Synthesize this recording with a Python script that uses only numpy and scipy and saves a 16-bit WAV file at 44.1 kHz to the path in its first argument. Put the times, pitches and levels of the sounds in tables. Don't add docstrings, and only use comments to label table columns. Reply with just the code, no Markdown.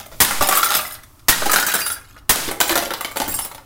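import sys
import numpy as np
from scipy import signal
from scipy.fft import rfft, irfft, next_fast_len
from scipy.io import wavfile
from scipy.ndimage import uniform_filter1d

SR = 44100
rng = np.random.default_rng(int(sys.argv[2]) if len(sys.argv) > 2 else 0)


def wav_record(signal):
    frames = np.transpose(np.atleast_2d(signal))
    bounded = np.clip(frames, -1, 1)
    quanta = np.round(bounded * 32767).astype(np.int16)
    wavfile.write(sys.argv[1], SR, quanta)


N = 160965
T = np.arange(SR * 3 // 4) / SR

# pitch_hz, level_db
RUMBLE_COLOUR = [(15, -5), (25, -4.5), (64, -8), (120, -6.5), (170, -27), (284, -15.5), (486, -32),
                 (1300, -20), (3000, -81)]
HISS_COLOUR = [(200, -23), (600, 2.5), (1400, -4), (2700, -0.5), (15800, -1.5)]
RUMBLE_DB = -47.5
# time_s, level_db
HISS_LEVEL = [(0, -54), (.2, -43.5), (1.151, -51), (2.101, -57), (2.26, -56.5), (3.65, -51.5)]

# peak_s, level_db, rise_s, settle_s
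# (settle_s is the time to fall to about a third)
ZERO_LINE_SWINGS = [(.405, -19.5, 0.1, 0.064), (1.485, -18.5, 0.14, 0.05), (2.49, -30, 0.16, 0.038)]

# start_s, level_db, t60_s
THUDS = [(0.122, -38, 1), (0.209, -25, 0.16), (0.4, -28.5, 0.2), (1.29, -19.5, 0.054), (1.439, -40.5, 0.56),
         (2.292, -22.5, 0.1), (2.469, -38, 0.43), (2.72, -39, 0.73), (3.232, -33, 0.71), (3.309, -38, 0.71)]
# pitch_hz, level_db
THUD_COLOUR = [(20, 1.5), (70, -4), (140, -10), (260, -18), (800, -60)]

# pitch_hz, t60_s
YARD_FALL = [(200, 0.63), (1400, 0.49), (4000, 0.4), (14000, 0.35)]
YARD_DB, METAL_YARD_DB = -6, -8

# start_s, end_s, level_db
RATTLES = [(0, 0.071, -44.5), (0.418, 0.803, -26), (1.462, 1.818, -29), (2.001, 2.199, -50),
           (2.685, 2.86, -31), (3.159, 3.469, -37.5)]
FRAGMENTS_PER_S = 190

# start_s, level_db, rise_s, t60_s (varied for each mode), favoured_hz, boost_db
SHIELD_PINGS = [(1.497, -28, .006, 0.28, 4753, 16), (1.68, -29, .006, 0.36, 3924, 40),
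                (1.738, -21, .003, 0.14, 9715, 2), (1.785, -27.5, 0.014, .25, 15288, 0),
                (1.8, -30.5, 0.021, 0.33, 4753, 26), (1.857, -26, .004, 0.22, 9715, 15),
                (1.869, -26, 0.0045, .15, 14325, 10), (1.907, -23.5, 0.013, 0.096, 10117, 12),
                (1.922, -27.5, .004, 0.11, 9715, -3), (3.279, -27.5, 0.0045, .17, 15288, 14),
                (3.292, -30, .004, .2, 7478, 8), (3.311, -27.5, .004, 0.2, 9715, -2),
                (3.34, -21.5, 0.0045, 0.16, 8387, 7), (3.358, -40, .008, .25, 7478, 18),
                (3.389, -23, .002, 0.094, 9715, 5), (3.417, -29, 0.0078, 0.17, 5373, 13),
                (3.449, -31, 0.0046, 0.086, 15288, 13), (3.464, -40, .003, 0.1, 9715, 0)]
FIXED_SHIELD_PINGS = [(.432, -28, 0.0035, .25, 5108, 16), (.476, -33, .002, .1, 12510, 8),
                      (.645, -21, .002, 0.14, 14730, 9), (.655, -37, .005, .25, 5108, 14),
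                      (.735, -28.5, 0.0074, 0.21, 5108, 22), (.812, -34, .002, .16, 11948, 6),
                      (.836, -40, 0.002, .07, 14730, 16), (.856, -42.5, .003, .4, 5108, 28),
                      (.865, -35.5, .002, .16, 12510, 6), (.877, -38, 0.0015, .1, 14730, 14),
                      (.904, -40.5, .002, 0.12, 12510, 5), (.921, -35, .003, 0.12, 11948, 5),
                      (.94, -39.5, .002, 0.068, 10390, 6)]
# pitch_hz, relative level_db
SHIELD_MODES = [(3924, -24.5), (4753, -4.5), (5373, -3.5), (7478, 1.5), (8387, 0.5), (9510, 0.5), (9715, 7),
                (10117, 4), (10610, -7), (11400, 0), (12465, 3), (13500, -11), (14325, 2), (15288, 2)]
FIXED_SHIELD_MODES = [(5108, -3), (6600, -10), (9030, 1.5), (9652, 5), (10080, -8.5), (10390, 2), (11948, 0),
                      (12510, 1), (13318, -4), (14730, -4)]
FAVOUR_OCTAVES = 0.063
BEND, DAMPING_SPREAD = .002, .25
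BUZZ_PER_S, BUZZ_DB_PER_HZ, BUZZ_RAD_PER_HZ = 230, .00045, .00008
SCRAPE_DB, SCRAPE_T60 = -6, 0.12

# start_s, click_db, bass_db, middle_db, presence_db, treble_db, contact_s, pitch_hz,
# panel_db (the pitched knock, relative to the untrimmed bass or middle level)
CASE_KNOCKS = [(0.001, 11, -35, -32, -29, -33.5, 0.0095, 802, -6),
               (0.063, -29, -32.5, -59, -39, -35.5, 0.0031, 1200, -1),
               (0.116, -28, -31.5, -34.5, -33.5, -42, 0.028, 534, -21),
               (0.248, 7, -55, -16, -13, -14, 0.0044, 1700, -5),
               (0.309, -7, -32, -13, -29, -20, 0.007, 1376, -11),
               (0.409, 5, -12, -12.5, -12, -17, 0.0071, 1168, 1.5),
               (0.423, -18, -24, -14.5, -13, -13, 0.0034, 798, 2),
               (0.472, -8, -27, -30, -31, -14, 0.0045, 1280, 0),
               (0.488, -5, -16.5, -12.5, -10.5, -9.5, 0.0063, 760, -1.5),
               (0.512, -14, -37, -15.5, -25, -23, 0.0048, 1154, -0.5),
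               (0.524, -4, -24, -9.5, -16, -15, 0.005, 1150, -2),
               (0.553, -1, -25.5, -20.5, -17, -10, 0.017, 1131, -1),
               (0.573, 9, -31, -13.5, -18.5, -7, 0.0062, 1320, -3),
               (0.583, -4, -24, -21, -16, -26, 0.0062, 1144, -2),
               (0.597, 2, -34, -20, -27, -32, 0.002, 1163, 2),
               (0.63, 3, -47, -10.5, -8, -15, 0.0022, 1343, 3.5),
               (0.643, 6, -25, -22, -17, -16.5, 0.0042, 1400, -12),
               (0.66, 3, -30, -17, -21, -24, 0.004, 1360, -7),
               (0.705, 8, -27, -15.5, -10, -17.5, 0.003, 1260, -6),
               (0.72, 7, -41, -15.5, -13.5, -19, 0.0067, 1420, -10),
               (0.741, 4, -40, -15.5, -10, -19, 0.0034, 1290, -6),
               (0.75, 28, -21.5, -14, -13, -10, 0.0037, 1310, -24),
               (0.766, -6, -25, -22, -12.5, -12, 0.0068, 1070, -10),
               (0.792, -21, -30, -17, -36, -36, 0.0034, 1360, -16),
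               (0.81, -16, -41, -31, -51, -30, 0.0088, 1206, -14),
               (0.851, -19, -46, -31, -36, -37, 0.0025, 2024, 7),
               (0.909, -27, -55, -35.5, -28, -38, 0.004, 1637, 2),
               (0.949, -19, -51, -36.5, -28.5, -38, 0.0027, 1510, -3.5),
               (0.988, -35, -53, -40.5, -55, -60, 0.003, 1990, 0),
               (1.034, -18, -64, -40.5, -35, -39.5, 0.0028, 1740, -6),
               (1.151, -33, -56, -48, -56, -63, 0.0029, 1100, -5),
               (1.194, -9, -66, -44, -39, -50, 0.003, 1190, -8),
               (1.324, -10, -55, -16, -13.5, -25, 0.0066, 1880, 0.5),
               (1.42, -9, -21.5, -15.5, -20, -31, 0.0031, 630, 2),
               (1.458, -2, -18.5, -19.5, -16, -14.5, 0.011, 803, 4),
               (1.495, -5, -25.5, -13, -30, -22, 0.0065, 1260, -1),
               (1.517, -0.5, -38, -26, -19.5, -5.5, 0.0032, 1710, 7),
               (1.533, 18.5, -19.5, -9, -9.5, -5.5, 0.0086, 1353, -12),
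               (1.56, -11.5, -24.5, -9, -8, -8, 0.0027, 1476, -3),
               (1.584, 12.5, -22.5, -13, -16.5, -20.5, 0.0067, 860, -6.5),
               (1.599, 4, -47, -27, -18, -10, 0.0095, 1447, -2),
               (1.627, 7.5, -40, -17, -18, -19.5, 0.0076, 1443, -3),
               (1.666, -6.5, -27.5, -20.5, -20, -7.5, 0.0032, 1640, 1),
               (1.683, 7, -45, -14, -21.5, -18, 0.0073, 1315, -13),
               (1.717, -7, -45.5, -26, -21.5, -16, 0.0055, 1490, 7),
               (1.739, 12.5, -23, -17.5, -16.5, -12.5, 0.0063, 1540, 0),
               (1.751, -15, -22.5, -14.5, -14.5, -10.5, 0.0042, 1460, -10.5),
               (1.789, -16, -31.5, -20.5, -29, -25.5, 0.004, 1677, -1.5),
               (1.864, 6.5, -52, -22, -19, -15, 0.0046, 1387, 0.5),
               (1.901, -3.5, -37, -25.5, -20.5, -28.5, 0.004, 1386, 6),
               (1.964, -31.5, -53, -33, -48.5, -57, 0.004, 1606, 1),
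               (2.164, -24, -47, -35, -51, -53.5, 0.008, 1450, -8)]
LID_KNOCKS = [(2.359, 12, -19.5, -34, -26, -31, 0.0029, 610, -14),
              (2.479, -14, -29, -36, -19.5, -40, 0.005, 331, 8.5),
              (2.488, -8, -28.5, -20, -30, -44, 0.0026, 433, 5),
              (2.511, -19, -19, -19.5, -32, -25, 0.0061, 792, -2.5),
              (2.603, 13, -18, -13, -10.5, -15, 0.0023, 990, -4.5),
              (2.612, 17.5, -21.5, -11, -7.5, -15, 0.0029, 1550, -2.5),
              (2.678, -9, -49, -40, -27, -22, 0.0081, 1630, 2),
              (2.694, 2, -23.5, -14.5, -10.5, -22, 0.0066, 620, 2.5),
              (2.705, -10, -23, -13.5, -14.5, -19.5, 0.019, 339, 1.5),
              (2.755, -7, -14, -11.5, -11.5, -17, 0.0069, 1407, -5.5),
              (2.776, -7, -17.5, -16.5, -11, -18.5, 0.0065, 694, -2),
              (2.823, -10, -28, -27, -26, -29, 0.005, 577, 7),
              (2.864, -16, -29.5, -42, -36, -34, 0.015, 555, 0.5),
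              (2.906, -25, -20, -18, -20, -31, 0.0082, 1360, -7),
              (2.937, 2, -26.5, -20, -16.5, -30, 0.0019, 1176, -7),
              (2.975, -21, -55, -49, -45, -38, 0.0053, 1460, -4),
              (3.009, -3, -32, -19, -26, -25.5, 0.0029, 1200, -1.5),
              (3.047, -17, -24.5, -19.5, -17, -27.5, 0.0021, 2210, -1),
              (3.113, -23, -44, -31, -40, -35, 0.0083, 1180, -3),
              (3.159, -16, -22.5, -22.5, -30, -32, 0.0031, 890, -6),
              (3.17, -14, -22.5, -17.5, -20, -21.5, 0.002, 556, 2.5),
              (3.201, 10, -19, -18.5, -17.5, -29.5, 0.0057, 272, 0),
              (3.217, -14, -25, -18.5, -19, -25, 0.0044, 837, -2),
              (3.279, -12, -26.5, -22.5, -31, -26, 0.0069, 311, -1.5),
              (3.342, -18, -55, -40, -54, -36, 0.0052, 860, 6),
              (3.389, -7, -30.5, -21, -22.5, -37, 0.0089, 800, -8.5),
              (3.449, -2, -33, -29, -28.5, -29, 0.0079, 740, -8),
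              (3.514, -19, -38, -30, -35, -41, 0.002, 960, -2),
              (3.547, -16, -35, -33, -31, -37.5, 0.0018, 1120, -13),
              (3.58, -35, -62, -34, -35.5, -53, 0.006, 894, -4)]
# low_hz, high_hz
KNOCK_BANDS = [(180, 700), (700, 2200), (2200, 6500), (6500, 17000)]
# pitch_hz, width_hz, relative level_db
CLOSED_CASE = [(616, 40, 0.5), (770, 99, -9), (1176, 18, 0), (1265, 27, 0), (1330, 100, -4), (1405, 52, -1),
               (3470, 210, 1.5), (3830, 130, -2), (5170, 98, -3), (6850, 41, -16.5), (11800, 140, 3.5)]
OPEN_CASE = [(660, 55, 0), (910, 90, -4), (1300, 40, 4), (1280, 54, -5.5), (1397, 120, 7), (1624, 74, 3),
             (1750, 50, -9.5), (1930, 53, -7), (3820, 97, 6.5), (4840, 33, -9.5), (13500, 250, -11.5)]
LID = [(361, 26, -6.5), (567, 30, 2), (724, 59, -5), (856, 160, -3), (1150, 180, -9), (1390, 130, -9),
       (1770, 45, -13), (2060, 73, -5), (3030, 240, -4), (3500, 150, 1), (3950, 210, 0), (4460, 290, -9)]
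SPRINGS_OPEN_S = 1.28
FLEX, FLEX_DB = .012, 1.5
EDGE_DB, EDGE_WIDTH = 4.5, 0.022
STRIKE_T60 = 0.019
PANEL_T60, PANEL_ATTACK_S = 0.035, 0.00067

# start_s, level_db, crush_s, t60_s, echo_db
BLOWS = [(.2030, -6.5, 0.021, 0.1, -17), (1.2840, -6, 0.014, 0.13, -17.5),
         (2.2940, -5.5, 0.0068, 0.14, -18)]
# pitch_hz, level_db
BLOW_COLOUR = [(59, -39), (100, -7), (372, -6), (568, -10), (702, -5), (1190, -2), (1640, -7), (1820, 0),
               (2450, -7.5), (3510, -6.5), (4930, -7), (12300, -5), (15800, -5.5)]
ECHO_COLOUR = [(88, -15), (150, -6.5), (713, -11.5), (883, -4.5), (1140, -7.5), (1410, -4.5), (2480, -9),
               (3660, -8.5), (11300, -11.5), (15800, -17.5)]
ECHO_T60, ECHO_HOLD_S, ECHO_END_T60 = 1.13, .19, 0.48

QUIET_EDGES = [350, 2500, 6500]
QUIET_DB, QUIET_SLOPE = -47.5, 0.58
TOP_HZ = 15900


def amp(db):
    return 10 ** (np.asarray(db) / 20)


def unit(x):
    return x / np.sqrt(np.mean(x ** 2) + 1e-20)


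def along(points, hz):
    f, v = np.transpose(points)
    return np.interp(np.log(hz + 1), np.log(f + 1), v)


def filtered(x, response):
    m = next_fast_len(len(x) + SR // 4)
    return irfft(rfft(x, m) * response(np.fft.rfftfreq(m, 1 / SR)), m)[:len(x)]


def noise(colour, size):
    return unit(filtered(rng.standard_normal(size), lambda hz: amp(along(colour, hz))))


def fall(t60, hold=0):
    return amp(-60 * np.maximum(T - hold, 0) / t60)


def rise_in(seconds):
    return 1 - np.exp(-T / seconds)


def crackle(rate, depth_db):
    knots = np.clip(rng.standard_normal(4096), -2, 2)
    return unit(amp(depth_db * np.interp(T * rate, np.arange(len(knots)), knots)))


def wobble(rate):
    return np.interp(T * rate, np.arange(rate), rng.standard_normal(rate))


def add(out, s, x):
    i = max(round(s * SR), 0)
    out[i:i + len(x)] += x[:max(N - i, 0)]


def background():
    hiss_db = np.interp(np.arange(N) / SR, *np.transpose(HISS_LEVEL))
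    rumble = amp(RUMBLE_DB) * noise(RUMBLE_COLOUR, N)
    hiss = amp(hiss_db) * noise(HISS_COLOUR, N)
    return rumble + hiss


def zero_line_swings():
    t = np.arange(N) / SR
    out = np.zeros(N)
    for peak, db, rise, settle in ZERO_LINE_SWINGS:
        drift_up = np.clip(1 + (t - peak) / rise, 0, 1)
        out += amp(db) * drift_up * np.exp(-np.maximum(t - peak, 0) / settle)
    return out


def yard(x):
    out, step = np.zeros(N), SR // 4
    for i in range(0, N, step):
        hz, t, grains = signal.stft(rng.standard_normal(len(T)), SR, nperseg=256)
        shape = amp(-60 * t / along(YARD_FALL, hz)[:, None]) * (1 - np.exp(-t / 0.0041))
        tail = signal.istft(grains * shape, SR, nperseg=256)[1]
        add(out, i / SR, signal.fftconvolve(x[i:i + step], tail / np.linalg.norm(tail)))
    return out


def thuds():
    out = np.zeros(N)
    for s, db, t60 in THUDS:
        add(out, s, amp(db) * noise(THUD_COLOUR, len(T)) * fall(t60, 0.014) * rise_in(0.0012))
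    return out


def fragments(centre_hz, spread, cycles):
    out, t = np.zeros(N), T[:SR // 40]
    for start, end, db in RATTLES:
        chips = np.zeros(N)
        count = int(FRAGMENTS_PER_S * (end - start)) + 1
        for when, size, *pitches in rng.random((count, 8)):
            octaves = spread * (2 * np.sqrt(pitches) - 1)
            hz = np.minimum(centre_hz * 2 ** octaves, SR / 2)[:, None]
            chip = np.sum(np.sin(2 * np.pi * hz * t) * np.exp(-hz * t / cycles), axis=0)
            add(chips, start + when * (end - start), amp(3.7 * size) * chip)
        out += amp(db) * unit(chips) * np.sqrt(abs(end - start) * SR / N)
    return out


def metal_pings(rows, modes, tick_db):
    out = np.zeros(N)
    for s, db, rise, t60, favoured_hz, boost_db in rows:
        ring = 0
        for hz, mode_db in modes:
            nearness = np.exp(-(np.log2(hz / favoured_hz) / FAVOUR_OCTAVES) ** 2)
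            level_db = mode_db + boost_db * nearness + rng.normal(0, 2)
            bent_hz = hz * (1 + rng.normal(0, BEND))
            phase = 2 * np.pi * (bent_hz * T + rng.random())
            phase = phase + BUZZ_RAD_PER_HZ * hz * wobble(BUZZ_PER_S)
            loudness = amp(level_db + BUZZ_DB_PER_HZ * hz * wobble(BUZZ_PER_S))
            mode_t60 = t60 * np.exp(rng.normal(0, DAMPING_SPREAD))
            ring = ring + loudness * np.sin(phase) * fall(mode_t60, rise)
        ring = ring * np.minimum(T / rise, 1)
        ring = ring / np.sqrt(np.mean(ring[:SR // 50] ** 2))
        scrape = amp(SCRAPE_DB) * crackle(rate=500, depth_db=7.5) * fall(SCRAPE_T60)
        grit = noise([(1000, -27), (8000, 11)], len(T))
        tick = (amp(tick_db) * fall(0.04) + scrape) * grit
        add(out, s, amp(db) * (ring + tick))
    return out


def resonance(f, hz, width):
    return 1j * f * width / (hz * hz - f * f + 1j * f * width)


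def knocks(rows, modes, ring_db, t60, click_db, gain_db):
    out, first, size = np.zeros(N), SR // 50, 8192
    f = np.fft.rfftfreq(size, 1 / SR)
    filters = [signal.butter(3, band, 'bandpass', fs=SR, output='sos') for band in KNOCK_BANDS]
    for s, row_click_db, *levels, contact, pitch, panel_db in rows:
        shell = 1
        for hz, width, db in modes:
            mode_gain = amp(db + ring_db + rng.normal(0, FLEX_DB))
            shell = shell + mode_gain * resonance(f, hz * (1 + rng.normal(0, FLEX)), width)
        edge = sum(resonance(f, hz, EDGE_WIDTH * hz) for hz in rng.uniform(1923, 15330, size=9))
        chatter = crackle(rate=1200, depth_db=4.0) * fall(t60, contact)
        force = (fall(STRIKE_T60) + chatter)[:size]
        for sos, db, trim_db in zip(filters, levels, gain_db):
            struck = irfft(rfft(force * rng.standard_normal(size)) * (shell + amp(EDGE_DB) * edge))
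            ring = signal.sosfilt(sos, struck)
            add(out, s, amp(db + trim_db) * ring / np.sqrt(np.mean(ring[:first] ** 2)))
        panel = np.sin(2 * np.pi * pitch * T) * fall(PANEL_T60, contact) * rise_in(PANEL_ATTACK_S)
        band_db = levels[int(pitch > KNOCK_BANDS[0][1])]
        add(out, s, amp(band_db + panel_db) * panel)
        add(out, s, amp(row_click_db + click_db) * fall(0.0048) * rng.standard_normal(len(T)))
    return out


def blows():
    out = np.zeros(N)
    for s, db, crush, t60, echo_db in BLOWS:
        crash = noise(BLOW_COLOUR, len(T)) * fall(t60, crush)
        echo_shape = fall(ECHO_T60) * fall(ECHO_END_T60, ECHO_HOLD_S) * rise_in(0.037)
        echo = noise(ECHO_COLOUR, len(T)) * echo_shape
        add(out, s, amp(db) * crash + amp(echo_db) * echo)
    return out


def scene():
    closed_rows = [row for row in CASE_KNOCKS if row[0] < SPRINGS_OPEN_S]
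    open_rows = [row for row in CASE_KNOCKS if row[0] >= SPRINGS_OPEN_S]
    closed = knocks(closed_rows, CLOSED_CASE, ring_db=4, t60=0.077, click_db=-35,
                    gain_db=[-10.5, -10.0, -14, -8.0])
    opened = knocks(open_rows, OPEN_CASE, ring_db=-0.5, t60=0.1, click_db=-26.5,
                    gain_db=[-8.0, -9.0, -12.0, -12.0])
    lid = knocks(LID_KNOCKS, LID, ring_db=4, t60=0.082, click_db=-18,
                 gain_db=[-9.5, -9.5, -12.0, -4.0])
    plastic = closed + opened + lid + fragments(centre_hz=4600, spread=2.1, cycles=17)
    shield = metal_pings(SHIELD_PINGS, SHIELD_MODES, tick_db=-11.5)
    fixed_shield = metal_pings(FIXED_SHIELD_PINGS, FIXED_SHIELD_MODES, tick_db=6)
    metal = shield + fixed_shield
    walls = amp(YARD_DB) * yard(plastic + amp(METAL_YARD_DB) * metal)
    return (background() + zero_line_swings() + walls + thuds() + metal + plastic + blows())[None]


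def suppress(x):
    above = [filtered(x, lambda hz: hz ** 4 / (hz ** 4 + edge ** 4)) for edge in QUIET_EDGES]
    out = x - above[0]
    for upper, next_upper in zip(above, above[1:] + [0]):
        band = upper - next_upper
        level_db = 10 * np.log10(np.abs(uniform_filter1d(band ** 2, size=900)) + 1e-12)
        out = out + band * amp(QUIET_SLOPE * np.minimum(level_db - QUIET_DB, 0))
    return out


def record(dry):
    top, hardness = .85, 5
    squashed = dry[0] / (1 + np.abs(dry[0] / top) ** hardness) ** (1 / hardness)
    return filtered(suppress(squashed), lambda hz: 1 / (1 + (hz / TOP_HZ) ** 160))[None]


dry = scene()
out = record(dry)
wav_record(out)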